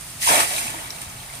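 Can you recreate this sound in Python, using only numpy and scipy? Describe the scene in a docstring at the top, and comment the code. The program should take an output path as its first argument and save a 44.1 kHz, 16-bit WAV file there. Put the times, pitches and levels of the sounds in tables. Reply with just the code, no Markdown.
"""A woven bamboo fish trap is plunged into a pond, close by and to the right of a camera.
First, one drop ticks over faint water, outdoor hiss and rumble. At 0.2 s the slats tear the surface
into spray. Then air gulps under the rim, big bubbles plop and the pushed-aside water thuds.
Near 0.65 s a wave sloshes back. Last, thrown water patters down while the pond keeps lapping.
The camera's two microphone openings (ports) each colour the sound with their own resonances."""
import sys
import numpy as np
from scipy import signal
from scipy.fft import rfft, irfft, next_fast_len
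from scipy.io import wavfile
from scipy.ndimage import uniform_filter1d, map_coordinates

SR = 44100
rng = np.random.default_rng(int(sys.argv[2]) if len(sys.argv) > 2 else 0)


def bounce(signal):
    """Save signal as a 16-bit WAV file at the path given by the first command-line argument."""
    frames = np.transpose(np.atleast_2d(signal))
    limited = np.clip(frames, -1, 1)
    pcm = np.round(limited * 32767).astype(np.int16)
    wavfile.write(sys.argv[1], SR, pcm)


N = 61739

# The tone of each sound, from bass to treble. Each row: frequency in Hz, relative level in dB.
HISS_TONE = [(200, -3), (450, -4), (660, 7), (950, 0), (1300, 1), (2200, -1.5), (3200, -6), (4500, -1.5),
             (9000, -2.5), (14500, -2.5)]
RUMBLE_TONE = [(20, -8.5), (40, 0), (85, -2), (140, 1), (200, -9), (320, -13), (700, -28.5)]
SPRAY_TONE = [(200, -63), (700, -8), (1200, -11), (1800, -4.5), (2600, -3.5), (3100, -4), (3900, -5),
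              (4800, -4), (6500, -3.5), (9500, -2.5), (12000, -2), (14500, -11.5)]
GULP_TONE = [(40, -19), (150, -3.5), (240, -8), (330, -0.5), (450, 1.5), (620, 4), (950, 0), (1400, 0),
             (2500, -2.5), (4000, -14.5), (7000, -59)]
LAP_TONE = [(100, -6), (400, -29), (750, 13), (1400, 9.5), (2200, 4.5), (4000, 7.5), (12000, -75)]
SLOSH_TONE = [(60, -18), (150, 2), (250, -0.5), (400, -12.5), (700, 1), (1100, -5), (2500, -21)]
# Single drops. Each row: start in seconds, level in dB, pitch in Hz.
SINGLE_DROPS = [(0.01, -23.5, 9040), (0.2254, -15, 6440), (0.2301, -21.5, 2026), (0.2476, -11.5, 9300),
                (0.2721, -9.5, 9130), (0.2884, -12, 1620), (.357, -10.5, 8600), (.402, -14, 1843),
                (0.5638, -18, 3800), (0.5814, -16.5, 2440), (0.679, -22, 2590), (.703, -18.5, 9200),
                (0.9035, -24, 4080), (0.9051, -15.5, 5590), (1.0178, -20.5, 9200), (1.0993, -28, 6200),
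                (1.186, -36, 3980), (1.2993, -31.5, 2105), (1.3373, -25.5, 9100), (1.353, -28, 9100)]
# The spray as the trap goes in and water falls back. Each row: time in seconds, level in dB.
SPRAY_LEVELS = [(.19, -44), (.208, -33.5), (.227, -24.5), (.245, -25), (.288, -19.5), (.405, -20.5),
                (.465, -29.5), (.59, -28), (.72, -37.5), (.92, -42.5), (1.17, -49), (1.35, -44)]
# Small splashes of thrown water. Each row: start in seconds, level in dB.
SMALL_SPLASHES = [(.905, -55), (1.014, -37), (1.333, -49)]
# Surges of trapped air. Each row: start, rise and hold in seconds, fade in dB per second, level in dB.
AIR_SURGES = [(0.244, 0.029, 0.014, 200, -33.5), (0.274, 0.025, 0.11, 219, -20),
              (0.479, 0.027, 0.081, 36.5, -35), (0.688, 0.012, 0.086, 87, -47),
              (1.026, 0.039, 0.41, 38, -54)]
# Big single bubbles, then low thuds of pushed-aside water.
# Each row: start in seconds, level in dB, pitch in Hz, ring time in cycles.
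BUBBLE_PLOPS = [(.262, -30, 730, 3.8), (.273, -11, 990, 8.6), (.288, -12.5, 998, 20),
                (.309, -15, 531.5, 8.4), (.333, -14.5, 597, 8.4), (.343, -24, 902, 8.2),
                (.364, -21.5, 684, 14.4), (.444, -27, 668, 3.7), (.509, -29, 780, 3.1),
                (.529, -28, 609.5, 12), (.55, -27, 660, 7.5), (.576, -32.5, 884, 6.6),
                (.607, -35.5, 316, 2.6), (.625, -31.5, 630, 4.6), (.648, -33.5, 234, 2.3),
                (.66, -31, 845, 7), (.741, -29, 944, 7), (.748, -38, 637, 7), (.765, -36, 312, 3.9),
                (.813, -31.5, 880, 5.4), (1.335, -34, 676, 5.2)]
WATER_THUDS = [(.298, -29.5, 68.6, 1.1), (.298, -22.5, 287, 1.3), (.31, -22, 172, 1.4),
               (.33, -27, 245, 2.6), (.376, -26.5, 204, 1.8), (.683, -29, 109, 1.1), (1.07, -30, 77, 1.14),
               (1.19, -34.5, 100, 1.6)]
# The stirred pond, then the wave rolling back into the hole. 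Each row: time in seconds, level in dB.
LAP_LEVELS = [(.2, -57), (.45, -40.5), (.8, -45.5), (1.1, -44.5), (1.35, -47.5)]
SLOSH_LEVELS = [(.3, -76), (.48, -68), (.57, -54), (.66, -39), (.78, -47.5), (.84, -61), (1.0, -55.5),
                (1.4, -52.5)]
# How alike noise is at the two ports. Each row: frequency in Hz, likeness from 0 to 1.
PORT_LIKENESS = [(30, 0.098), (100, 0.34), (200, 1), (400, 0.65), (1000, 0.9), (2000, 0.15), (3100, 0.75),
                 (5000, 0.11), (12000, 0.026)]
# How the camera body shifts the waves. Each row: frequency in Hz, the left port's lead in radians.
BODY_SHIFT = [(230, 0.74), (350, -.5), (500, -0.21), (650, 1.2), (820, 1.78), (1000, 0.088), (1300, 1.03),
              (2600, -0.1)]
# Each port's peaks and dips. Each row: frequency in Hz, half-width in octaves, gain in dB.
LEFT_RESONANCES = [(565, 0.46, -6.5), (930, 0.18, 4), (1730, 0.035, 2.5), (2180, 0.051, 1.5),
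                   (2810, 0.48, 3.5), (11250, 0.051, -6)]
RIGHT_RESONANCES = [(606, 0.15, -0.5), (840, 0.45, -3.5), (1240, 0.23, 3), (1780, 0.031, -5.5),
                    (9270, 0.21, 9.5), (8790, 0.08, 4), (14200, 0.75, -4.5)]

LAG_S, LAG_SPREAD_S = 0.000476, .00006  # the left port hears the splash later


def amp(db):
    """Turn decibels into a number to multiply by."""
    return 10 ** (np.asarray(db) / 20)


def unit(x):
    """Scale a signal to an average (rms) size of 1."""
    return x / np.sqrt(np.mean(x ** 2) + 1e-20)


def along(points, hz):
    """Read between a table's rows on a logarithmic frequency scale."""
    freqs, values = np.transpose(points)
    return np.interp(np.log(hz + 1), np.log(freqs + 1), values)


def clock():
    """The time of every sample, in seconds."""
    return np.arange(N) / SR


def over_time(points):
    """Join a table's levels with straight lines through time."""
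    return np.interp(clock(), *np.transpose(points))


def since(start):
    """Seconds since a sound reached the left and the right port."""
    return np.maximum(clock() - start - np.array([[LAG_S], [0]]), 0)


def wobble(rate):
    """A smooth curve through rate random values a second."""
    return map_coordinates(rng.standard_normal(N // 50), [clock() * rate], mode="wrap")


def filtered(x, response):
    """Multiply each frequency in x by response(frequency)."""
    size = next_fast_len(N + SR // 2)
    return irfft(rfft(x, size) * response(np.fft.rfftfreq(size, 1 / SR)), size)[..., :N]


def wash(tone, lag_s):
    """Stereo noise of the given tone that reaches the left port lag_s later."""
    def shape(hz):
        angle = np.arccos(np.clip(along(PORT_LIKENESS, hz), 0, 1)) / 2
        return amp(along(tone, hz)) * [np.cos(angle), np.sin(angle)]
    mid, side = filtered(rng.standard_normal((2, N)), shape)
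    delay = lambda hz: np.exp(np.outer([-1j, 1j], np.pi * hz * lag_s))
    return unit(filtered(np.array([mid + side, mid - side]), delay))


def bubbles(tone, low_hz, high_hz, cycles, rise, spread_db, count, samples):
    """A cloud of bubbles: fading, rising notes of random time, pitch, strength and direction."""
    when, pitch, strength, life, where = rng.random((count, 5)).T[:, :, None]
    hz = low_hz * (high_hz / low_hz) ** pitch
    fade_s = cycles * (.5 + life) / hz
    gain = amp(along(tone, hz) - spread_db * np.log(.02 + strength)) * hz
    lag = LAG_S + LAG_SPREAD_S * np.log((where + 1e-3) / (1.001 - where)) / 2
    index = (when * N).astype(int) + np.arange(samples)
    ports = []
    for delay in (lag, 0):
        t = np.maximum(np.arange(samples) / SR - delay, 0)
        glide = 1 + rise * np.minimum(t / fade_s, 2) / 2
        ring = np.sin(2 * np.pi * hz * t * glide) * np.exp(-t / fade_s) * (1 - np.exp(-2 * t * hz))
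        ports.append(np.bincount(index.ravel(), (gain * ring).ravel(), N)[:N])
    return unit(np.array(ports))


def outdoors(hiss_db=-39.5, rumble_db=-43.5):
    """A nearly steady hiss from the wooded banks and an uneven low rumble."""
    hiss = amp(hiss_db + .8 * wobble(25.9)) * wash(HISS_TONE, 0)
    rumble = amp(rumble_db + 0.71 * wobble(20)) * wash(RUMBLE_TONE, 0)
    return hiss + rumble


def drops(ring_cycles=6, tick_db=-13, tick_s=.002):
    """Each drop ticks on the surface and rings a tiny bubble."""
    out = np.zeros((2, N))
    for start, db, hz in SINGLE_DROPS:
        t = since(start)
        ring = np.sin(2 * np.pi * hz * t) * np.exp(-t * hz / ring_cycles)
        tick = amp(tick_db) * rng.standard_normal((2, N)) * np.exp(-t / tick_s)
        out += amp(db) * (ring + tick) * (1 - np.exp(-t * hz))
    return out


def spray(attack_s=0.0019, fade_db_per_s=236):
    """Torn water: crackling droplets and small bubbles on top of a fizz."""
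    splashes = np.zeros(N)
    for start, db in SMALL_SPLASHES:
        t = np.maximum(clock() - start, 0)
        splashes += amp(db - fade_db_per_s * t) * np.minimum(t / attack_s, 1)
    strength = np.hypot(amp(over_time(SPRAY_LEVELS)), splashes) * amp(0.63 * wobble(70.6))
    crackle = bubbles(SPRAY_TONE, 1370, 13800, cycles=1.07, rise=0.024, spread_db=1,
                      count=4500, samples=200)
    small = bubbles(SPRAY_TONE, 1223, 8880, cycles=6.9, rise=0.034, spread_db=0,
                    count=2000, samples=1400)
    fizz = wash(SPRAY_TONE, LAG_S)
    return strength * (amp(-7) * crackle + amp(-8) * small + amp(-1) * fizz)


def shifting_tone(x, depth_db=1.5):
    """Brief random patches of louder and softer pitch make the spray's tone flicker."""
    spectrum = signal.stft(x, nperseg=512)[2]
    patches = rng.standard_normal(spectrum.shape[1:])
    patches = uniform_filter1d(patches, size=4, axis=0)  # smooth across pitch
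    patches = uniform_filter1d(patches, size=6, axis=1)  # smooth across time
    gain = unit(amp(depth_db * unit(patches)))
    return signal.istft(spectrum * gain, nperseg=512)[1][:, :N]


def gulps():
    """Air dragged under the rim breaks into large bubbles in churning water."""
    surge = np.zeros(N)
    for start, attack, hold, fade, db in AIR_SURGES:
        t = clock() - start
        swell = np.clip(t / attack, 0, 1) ** 2
        surge += swell * amp(db - fade * np.maximum(t - attack - hold, 0))
    large = bubbles(GULP_TONE, 297.4, 2136, cycles=3.43, rise=0.11, spread_db=4,
                    count=1000, samples=2600)
    churn = wash(GULP_TONE, LAG_S)
    return surge * amp(-4) * (large + churn)


def air_pockets(rows, rise):
    """Single pockets of air swell and ring briefly; a rise above 0 bends their pitch up."""
    out = np.zeros((2, N))
    for start, db, hz, cycles in rows:
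        turns = hz * since(start)
        ring = np.sin(2 * np.pi * turns * (1 + rise * turns / cycles / 2))
        out += amp(db) * ring * np.exp(-turns / cycles) * (1 - np.exp(-2 * turns))
    return out


def lapping(swell_db=2):
    """The stirred pond keeps trickling, and the wave rolls back with a deep slosh."""
    trickle = bubbles(LAP_TONE, 456, 4960, cycles=4, rise=0.035, spread_db=2.5,
                      count=1500, samples=2000)
    slosh = bubbles(SLOSH_TONE, 144.7, 1153, cycles=1.44, rise=0.069, spread_db=5.5,
                    count=450, samples=4000)
    stir_db = over_time(LAP_LEVELS) + swell_db * wobble(8)
    return amp(stir_db) * trickle + amp(over_time(SLOSH_LEVELS)) * slosh


def round_the_body(x):
    """Sound from the side bends round the camera on its way to the two ports."""
    return filtered(x, lambda hz: np.exp(np.outer([1j, -1j], along(BODY_SHIFT, hz) / 2)))


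def bank_echo(x, level_db=-5, fade_s=0.079):
    """Sound bounces off the water and the bank as a short, blurred echo."""
    t = np.arange(SR // 3) / SR
    tail = rng.standard_normal((2, len(t))) * amp(-60 * t / fade_s)
    tail /= np.linalg.norm(tail[0])
    return amp(level_db) * signal.fftconvolve(x, tail, axes=1)[:, :N]


def port(x, resonances):
    """A microphone opening makes some pitches louder and others softer."""
    size = 2 * next_fast_len(N)
    freqs = np.fft.rfftfreq(size, 1 / SR)
    gain_db = sum(db / (1 + (np.log2((freqs + 1) / hz) / width) ** 2) for hz, width, db in resonances)
    # These steps make the filter ring only after a sound, never before it.
    cepstrum = irfft(np.log(amp(gain_db)), size)
    cepstrum[1:size // 2] *= 2
    cepstrum[size // 2 + 1:] = 0
    return irfft(rfft(x, size) * np.exp(rfft(cepstrum)), size)[:N]


def scene():
    """The splash and its echo in the open air."""
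    water = shifting_tone(spray()) + gulps() + lapping() + drops() + air_pockets(BUBBLE_PLOPS, rise=0.02)
    water = round_the_body(water)
    return water + bank_echo(water) + air_pockets(WATER_THUDS, rise=0) + outdoors()


def record(dry):
    """Each port colours its side, the bass turns nearly mono, and the extreme lows and highs are cut."""
    mono_below_hz, lowest_hz, highest_hz = 250, 18, 14900
    left, right = port(dry[0], LEFT_RESONANCES), port(dry[1], RIGHT_RESONANCES)
    mid = (left + right) / 2
    side = filtered((left - right) / 2, lambda hz: 1 - 0.81 / (1 + (hz / mono_below_hz) ** 6))
    return filtered(np.array([mid + side, mid - side]), lambda hz: (hz > lowest_hz) & (hz < highest_hz))


dry = scene()
out = record(dry)
bounce(out)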